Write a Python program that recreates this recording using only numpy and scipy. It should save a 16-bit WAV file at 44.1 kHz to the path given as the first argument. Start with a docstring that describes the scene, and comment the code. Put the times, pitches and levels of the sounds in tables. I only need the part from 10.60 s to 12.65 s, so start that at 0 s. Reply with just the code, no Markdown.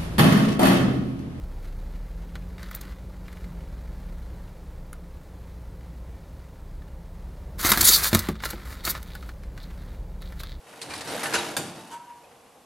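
"""A dishwasher's upper rack, loaded with steel pots and cups, is pulled out in a quiet kitchen.
Its rolling wheels rumble and the load chatters as it gains speed. The pots crash together, then the
rack hits its end stop; both impacts excite the natural modes of the steel, and the frame shudders.
While the load settles, steel rubs on the rack and friction makes it sing briefly on one note."""
import sys
import numpy as np
from scipy import signal
from scipy.fft import rfft, irfft, next_fast_len
from scipy.io import wavfile
from scipy.ndimage import uniform_filter1d

SR = 44100
rng = np.random.default_rng(int(sys.argv[2]) if len(sys.argv) > 2 else 0)


def store_pcm(level_fs):
    """Save levels as 16-bit WAV."""
    pcm = np.round(np.clip(level_fs, -1, 1) * 32767).astype(np.int16)
    wavfile.write(sys.argv[1], SR, np.atleast_2d(pcm).T)


N = 90404
BURST_SAMPLES = 26460

# Levels along the pull: time_s, rumble_db, chatter_db
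PULL_LEVELS = [(0, -77, -64), (.1, -54, -53), (.2, -53.5, -49.5), (.29, -43, -46), (.45, -44, -42),
               (0.521, -34.5, -37.5), (.62, -40, -35), (.71, -36.5, -36.5), (.87, -38, -37.5),
               (0.956, -40, -42.5), (1.04, -44.5, -45.5), (1.12, -46, -48.5), (1.21, -49, -49),
               (1.29, -55, -50.5), (1.42, -66, -63), (1.6, -69, -64), (2.05, -84, -81)]
# Spectra of the wheels and of the ticking load: frequency_hz, relative_db
RUMBLE_SPECTRUM = [(20, -30), (55, -18), (85, -20), (140, -0.5), (200, -4.5), (290, 2), (400, -4),
                   (480, -1.5), (750, -1), (1100, -12), (2500, -35.5), (14000, -63)]
CHATTER_SPECTRUM = [(100, -22), (500, -14.5), (900, -1), (1600, 0), (2200, -3), (4200, -9), (6500, -10.5),
                    (8000, -11), (10000, -8.5), (10900, -13), (12300, -10), (14000, -53)]


def rolling_rack(utensils=5, taps_per_s=420, t60_s=0.027):
    """Forced vibration: wheels rumble in their tracks and shaken utensils tap the wires at random."""
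    times, rumble_db, chatter_db = np.transpose(PULL_LEVELS)
    t, ticks, all_taps = since(0), np.zeros((2, N)), np.zeros(N)
    for _ in range(utensils):
        taps = (rng.random(N) < taps_per_s / utensils / SR) * rng.choice([-1, 1], N)
        accent_db = 2 * np.minimum(rng.exponential(1, N), 2.5)
        taps = taps * amp(accent_db)
        direct = unit_rms(stereo_noise() * decay(t[:BURST_SAMPLES], t60_s))
        tick = direct + amp(-6) * unit_rms(room_tail())
        ticks += convolve(taps, colour(tick, CHATTER_SPECTRUM, ripple_db=3.5))
        all_taps += taps
    ring = convolve(all_taps, ringing(PAN_MODES + CUP_MODES))
    chatter = unit_rms(ticks) + amp(-6) * unit_rms(ring)
    rumble = colour(stereo_noise(N), RUMBLE_SPECTRUM)
    return chatter * amp(np.interp(t, times, chatter_db)) + rumble * amp(np.interp(t, times, rumble_db))


# Contacts between the pots: start_s, level_db, hold_s
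POT_CONTACTS = [(0.7356, -22.5, 0.0023), (0.7403, -23, 0.0072), (.751, -26.5, 0.0039)]
# Spectrum of each contact: frequency_hz, relative_db
CRASH_SPECTRUM = [(30, -22), (70, -16), (150, -7), (300, -6), (680, -7), (1050, -9), (1470, 3), (1920, -7),
                  (2300, -5), (4100, -8), (7700, -10), (8700, -19), (9900, -11.5), (11600, -15),
                  (12500, -32), (13300, -61)]
# Natural modes of the big pot, the pans and the cups: pitch_hz, relative_db, t60_s
POT_MODES = [(344.5, -33, 1.0), (958, -30, .5), (1196, -36, .4), (1415, -34, .35), (1460, -32, .25),
             (1500, -35, .3), (1689, -39, .45), (1766, -41, .5)]
PAN_MODES = [(300, -42, .5), (459, -35, .6), (577, -44, .8), (616, -39, .5), (798, -40, .5)]
CUP_MODES = [(2186, -47, .5), (2266, -48, .5), (2848, -48, .5), (3607, -49, .5), (3850, -46, .35),
             (4460, -49, .5), (5803, -55, .7), (6406, -53, .6), (6505, -56, .7), (7065, -53, .8),
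             (8212, -58, .7), (10239, -57, .5)]
LOAD_MODES = POT_MODES + PAN_MODES + CUP_MODES


def pot_crash():
    """Impact excitation: the pots collide in quick contacts, and the first sets the load ringing."""
    out = np.zeros((2, N))
    for start, db, hold in POT_CONTACTS:
        contact = impact(db, hold, t60_s=0.09, room_db=-8)
        add(out, start, colour(contact, CRASH_SPECTRUM, ripple_db=3))
    add(out, POT_CONTACTS[0][0], amp(-1.5) * ringing(LOAD_MODES))
    return out


# Spectrum of the blow on the end stop: frequency_hz, relative_db
STOP_SPECTRUM = [(30, -47), (70, -23), (125, -4), (300, -2.5), (650, 1), (1150, -6), (1600, 1), (1900, -10),
                 (2450, -4), (3100, -10), (3650, -3.5), (4100, -14), (4480, -2.5), (5100, -12),
                 (6000, -6.5), (6700, -11.5), (7400, -7.5), (9400, -3.5), (10800, -17), (12500, -11.5),
                 (14000, -18)]
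# Natural modes of the rail: pitch_hz, level_db, t60_s
RAIL_MODES = [(1630, -32, 0.15), (2503, -39.5, 0.18), (3500, -27.5, 0.04), (3780, -48, 0.29),
              (4479, -28, 0.054), (6010, -37, 0.094), (7100, -41, 0.35), (8460, -55, 0.15),
              (9340, -26.5, 0.066), (12100, -35, 0.058)]


def end_stop(start_s=0.9662):
    """Impulsive force: the sudden halt excites the modes of the rail and, weakly, those of the load."""
    out = np.zeros((2, N))
    blow = impact(db=-22.5, hold_s=0.003, t60_s=0.11, room_db=-9)
    add(out, start_s, colour(blow, STOP_SPECTRUM, ripple_db=3))
    add(out, start_s, amp(-15.5) * ringing(LOAD_MODES) + ringing(RAIL_MODES, rise_s=0.0011))
    return out


# Small knocks in the load: start_s, middle_db, treble_db, hold_s
KNOCKS = [(.127, -47, -60, 0.01), (0.215, -46, -34, 0.006), (0.2267, -54, -35.5, 0.0023),
          (.302, -41.5, -40.5, 0.02), (0.3362, -36.5, -34.5, 0.005), (0.352, -45, -38.5, 0.012),
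          (0.377, -52, -43, 0.016), (0.407, -42.5, -38, 0.012), (.474, -42, -38.5, 0.037),
          (.525, -48, -41, 0.0059), (0.545, -38.5, -40, 0.01), (0.613, -39, -61, 0.012),
          (0.6324, -32, -36, 0.013), (0.656, -27.5, -35, 0.0033), (0.725, -28.5, -35.5, 0.0041),
          (.785, -32.5, -43, 0.006), (1.156, -61, -51.5, 0.0048), (1.205, -65, -54, 0.0064),
          (1.49, -57, -64.5, 0.014), (1.635, -65, -65, 0.015), (1.711, -60, -67, 0.017),
          (1.862, -62, -67, 0.0067)]
# Spectra of a knock's middle and treble parts: frequency_hz, relative_db
MIDDLE_SPECTRUM = [(100, -14.5), (500, 1), (900, 3.5), (1600, 5.5), (2200, 4), (3200, -5), (14000, -57)]
TREBLE_SPECTRUM = [(100, -36), (1500, -21), (2600, -6), (4200, 1.5), (5500, -3), (6800, -10), (8100, -3),
                   (10000, -5.5), (10900, -19), (12300, -16), (14000, -22)]
# Natural modes of a spoon: pitch_hz, level_db, t60_s
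SPOON_MODES = [(5140, -36.5, 0.092), (6350, -41, 0.11), (8050, -37, 0.14), (9250, -35.5, 0.14),
               (10070, -33, 0.14), (11460, -36, .1)]
# Single modes of cups and spoons: start_s, pitch_hz, level_db, t60_s
UTENSIL_PINGS = [(.305, 2376, -38.5, 0.31), (0.335, 4440, -29, 0.04), (.375, 10500, -33, 0.033),
                 (0.406, 1710, -38, 0.081), (.522, 3950, -39, 0.1), (0.649, 1495, -28, 0.19),
                 (.653, 1770, -29, 0.11), (0.738, 1424, -21, 0.087), (.779, 3840, -28, 0.14),
                 (.786, 10500, -26, 0.028), (1.639, 2500, -52.5, 0.085)]


def clinks(spoon_s=0.633, ping_rise_s=0.0048):
    """Light impacts: shifting utensils knock, while cups and spoons ring in damped free vibration."""
    out, t = np.zeros((2, N)), np.arange(BURST_SAMPLES) / SR
    bands_hz = np.geomspace(100, 14000, 40)
    for start, middle_db, treble_db, hold in KNOCKS:
        middle = middle_db + lookup(MIDDLE_SPECTRUM, bands_hz)
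        treble = treble_db + lookup(TREBLE_SPECTRUM, bands_hz)
        spectrum = np.c_[bands_hz, power_sum_db(middle, treble)]
        knock = impact(power_sum_db(middle_db, treble_db), hold, t60_s=0.05, room_db=-13)
        add(out, start, colour(knock, spectrum, ripple_db=2.2))
    add(out, spoon_s, ringing(SPOON_MODES))
    for start, hz, db, t60 in UTENSIL_PINGS:
        envelope = amp(db) * np.minimum(t / ping_rise_s, 1) * decay(t, t60)
        add(out, start, envelope * np.sin(2 * np.pi * hz * t)[None])
    return out


# Swells of the rubbed note: start_s, level_db, rise_s, length_s
RUBS = [(1.302, -38, 0.024, 0.091), (1.334, -39.5, .012, 0.048), (1.391, -39, 0.011, 0.076),
        (1.465, -41.5, 0.015, 0.041), (1.5, -39, 0.0062, 0.055), (1.549, -44.5, 0.012, 0.18)]
# Fainter notes stirred by the rubbing: start_s, pitch_hz, level_db, rise_s, t60_s
FAINT_NOTES = [(1.17, 888, -48.5, 0.033, 1), (1.275, 1090, -58, 0.03, 0.18),
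               (1.305, 1310, -51.5, 0.033, 0.34), (1.305, 1523, -51, 0.028, 0.27),
               (1.389, 1312, -54, 0.014, 0.13), (1.422, 1540, -56, 0.04, 0.12)]
# Spectra of the note's rasp and of its opening scrape: frequency_hz, relative_db
RASP_SPECTRUM = [(300, -49), (750, -9), (1000, 12.5), (1200, -20), (1450, -3), (2200, -12), (2800, -7),
                 (4000, -43), (14000, -56)]
SCRAPE_SPECTRUM = [(30, -35), (100, -2), (400, -4), (1000, -1.5), (1900, -8), (2300, -10.5), (2800, -5),
                   (4000, -12.5), (8500, -9), (12500, -18), (14000, -44)]


def singing_steel(pitch_hz=955, flat_hz=42, waver_hz=5, glide_start_s=1.308, scrape_s=1.312):
    """Friction-induced vibration: with a scrape, a note slides up to a pot's mode and swells."""
    waver, grip = slow_noise(), slow_noise()
    hz = pitch_hz - flat_hz * np.exp(-since(glide_start_s) / 0.03) + waver_hz * waver
    envelope = np.zeros(N)
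    for start, db, rise, length in RUBS:
        choke = np.clip((length - since(start)) / 0.0064, 0, 1)  # the contact sticks
        envelope += swell(start, db, rise, t60_s=0.36) * choke
    tone = np.sin(2 * np.pi * np.cumsum(hz) / SR)
    rasp = amp(-12) * colour(stereo_noise(N), RASP_SPECTRUM)
    out = envelope * (tone + rasp)
    for start, note_hz, db, rise, t60 in FAINT_NOTES:
        out += np.sin(2 * np.pi * note_hz * since(start)) * swell(start, db, rise, t60)
    out *= 1 + 0.091 * grip
    scrape = impact(db=-45, hold_s=0.03, t60_s=0.079, room_db=-4)
    add(out, scrape_s, colour(scrape, SCRAPE_SPECTRUM, ripple_db=3.5))
    return out


# Shudders of the frame: start_s, centre_hz, level_db, hold_s, t60_s
SHUDDERS = [(.213, 134, -57, 0.11, 0.18), (.29, 85, -50.5, .11, 0.34), (.445, 138, -54.5, 0.069, 0.091),
            (0.547, 530, -31.5, 0.013, 0.064), (.735, 70, -52, 0.03, 0.15), (.968, 139, -41.5, 0.046, 0.65),
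            (0.966, 292, -36.5, 0.025, 0.24), (1.032, 252, -42.5, 0.023, 0.49),
            (1.16, 244, -49, 0.041, 0.66)]


def frame_thuds(width_octaves=0.41, rise_s=0.0063):
    """Damped resonance: each jerk makes the loaded wire frame shudder in a broad, low band."""
    out, t = np.zeros((2, N)), np.arange(BURST_SAMPLES) / SR
    for start, centre_hz, db, hold, t60 in SHUDDERS:
        octaves = np.log2((np.fft.rfftfreq(BURST_SAMPLES, 1 / SR) + 1) / centre_hz)
        band = np.exp(-0.5 * (octaves / width_octaves) ** 2)
        phases = np.exp(2j * np.pi * rng.random(len(octaves)))
        shudder = unit_rms(irfft(band * phases, BURST_SAMPLES))
        envelope = amp(db) * np.minimum(t / rise_s, 1) * decay(t - hold, t60)
        add(out, start, envelope * shudder[None])
    return out


# Reverberation time of the kitchen: frequency_hz, t60_s
ROOM_DECAY = [(100, 0.7), (400, 0.66), (1500, 0.55), (4000, 0.68), (9000, 0.51), (14000, 0.25)]


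def room_tail(window=256, build_up_s=0.0069):
    """Reverberation: a diffuse field builds up, then dies at the kitchen's rate in each band."""
    hz, t, bands = signal.stft(stereo_noise(), SR, nperseg=window)
    bands = bands * decay(t, lookup(ROOM_DECAY, hz)[:, None])
    _, tail = signal.istft(bands, SR, nperseg=window)
    onset = 1 - np.exp(-np.arange(BURST_SAMPLES) / SR / build_up_s)
    return tail[:, :BURST_SAMPLES] * onset


# Spectra of the kitchen's hiss and of a hollow resonance: frequency_hz, relative_db
AIR_SPECTRUM = [(15, -32), (25, -21), (60, -13), (222, -9.5), (254, -6.5), (429, -14.5), (530, -7.5),
                (1170, -9), (1260, -14.5), (1780, -19), (3010, -23), (12200, -24), (13500, -38)]
HOLLOW_SPECTRUM = [(100, -47), (400, -12), (470, 3), (540, -4.5), (600, -19), (720, -1.5), (900, -12.5),
                   (1100, -31.5), (1900, -24), (2600, -16.5), (3500, -21.5), (6000, -51)]
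# Course of the hollow resonance: time_s, level_db
HOLLOW_LEVELS = [(0, -58), (1.2, -78), (1.55, -69), (1.649, -56), (2.05, -61)]


def background(air_db=-55.5):
    """Ambient noise: a steady hiss, with a faint hollow resonance that ebbs and returns."""
    hollow_db = np.interp(since(0), *np.transpose(HOLLOW_LEVELS))
    hollow = amp(hollow_db) * colour(stereo_noise(N), HOLLOW_SPECTRUM)
    return amp(air_db) * colour(stereo_noise(N), AIR_SPECTRUM) + hollow


# Likeness of left and right: frequency_hz, correlation
STEREO_COHERENCE = [(30, 0.49), (80, 0.94), (300, 0.96), (700, 0.86), (1400, 0.82), (2800, 0.76),
                    (6000, 0.72), (12000, 0.56)]


def stereo_noise(size=BURST_SAMPLES):
    """Spatial coherence: white noise, partly alike at two nearby points in a room."""
    padded = next_fast_len(size)
    a, b = rfft(rng.standard_normal((2, padded)))
    coherence = lookup(STEREO_COHERENCE, np.fft.rfftfreq(padded, 1 / SR))
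    mid, side = a * np.sqrt((1 + coherence) / 2), b * np.sqrt((1 - coherence) / 2)
    return irfft([mid + side, mid - side], padded)[:, :size]


def impact(db, hold_s, t60_s, room_db):
    """Modal overlap: dense, short-lived metal modes merge into a noise burst with a room tail."""
    t = np.arange(BURST_SAMPLES) / SR
    envelope = np.minimum(t / 0.0006, 1) * decay(t - hold_s, t60_s)
    return amp(db) * (stereo_noise() * envelope + amp(room_db) * room_tail())


def ringing(modes, size=40000, rise_s=0.0021):
    """Modal superposition: struck steel sounds as a sum of damped sinusoids."""
    t, out = np.arange(size) / SR, np.zeros(size)
    for hz, db, t60 in modes:
        out += amp(db) * decay(t, t60) * np.sin(2 * np.pi * (hz * t + rng.random()))
    return out[None] * np.minimum(t / rise_s, 1)


def swell(start_s, db, rise_s, t60_s):
    """Driven resonance: the amplitude builds up under friction, then decays freely."""
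    t = since(start_s)
    return amp(db) * np.minimum(t / rise_s, 1) * decay(t - rise_s, t60_s)


def colour(x, spectrum, ripple_db=0, size=4096):
    """Minimum-phase filter of unit energy; random ripple gives the crowded resonances of steel."""
    ripple = unit_rms(uniform_filter1d(rng.standard_normal(size // 2 + 1), 7))
    db = lookup(spectrum, np.fft.rfftfreq(size, 1 / SR)) + ripple_db * np.clip(ripple, -2, 2)
    log_gain = np.log(unit_rms(amp(np.r_[db, db[-2:0:-1]])))
    response = np.exp(np.conj(signal.hilbert(log_gain)))
    return convolve(x, np.fft.ifft(response).real[:size // 2])


def slow_noise(window=300):
    """Two moving averages leave only the slow fluctuations of noise."""
    return unit_rms(uniform_filter1d(uniform_filter1d(rng.standard_normal(N), window), window // 2))


def decay(t, t60):
    """Exponential decay by 60 dB in t60 seconds; 1 for negative t."""
    return np.exp(-np.log(1000) * np.maximum(t, 0) / t60)


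def amp(db):
    """Decibels to amplitude ratio."""
    return 10 ** (np.asarray(db) / 20)


def power_sum_db(a_db, b_db):
    """Incoherent sounds add in power."""
    return 10 * np.log10(amp(a_db) ** 2 + amp(b_db) ** 2)


def unit_rms(x):
    """Normalises to an rms of 1."""
    return x / np.sqrt(np.mean(x ** 2) + 1e-20)


def lookup(table, hz):
    """Interpolates on a log-frequency axis."""
    table_hz, values = np.transpose(table)
    return np.interp(np.log(hz + 1), np.log(table_hz + 1), values)


def since(start_s):
    """Seconds since start_s; zero before it."""
    return np.maximum(np.arange(N) / SR - start_s, 0)


def convolve(x, response):
    """Linear filtering, cut to the length of the scene."""
    return signal.fftconvolve(np.atleast_2d(x), np.atleast_2d(response), axes=1)[:, :N]


def add(mix, start_s, sound):
    """Superposes a sound on the mix at start_s."""
    part = mix[:, round(start_s * SR):][:, :sound.shape[1]]
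    part += sound[:, :part.shape[1]]


def scene():
    """Superposition: the sounds of the rack and its load add to the kitchen's background."""
    rack = rolling_rack() + pot_crash() + end_stop() + clinks() + singing_steel() + frame_thuds()
    return rack + background()


def record(dry, cutoff_hz=13600):
    """Band limiting: a linear-phase low-pass removes the highest treble."""
    low_pass = signal.firwin(255, cutoff_hz, window=("kaiser", 9), fs=SR)
    return signal.oaconvolve(dry, low_pass[None], "same")


dry = scene()
out = record(dry)
store_pcm(out)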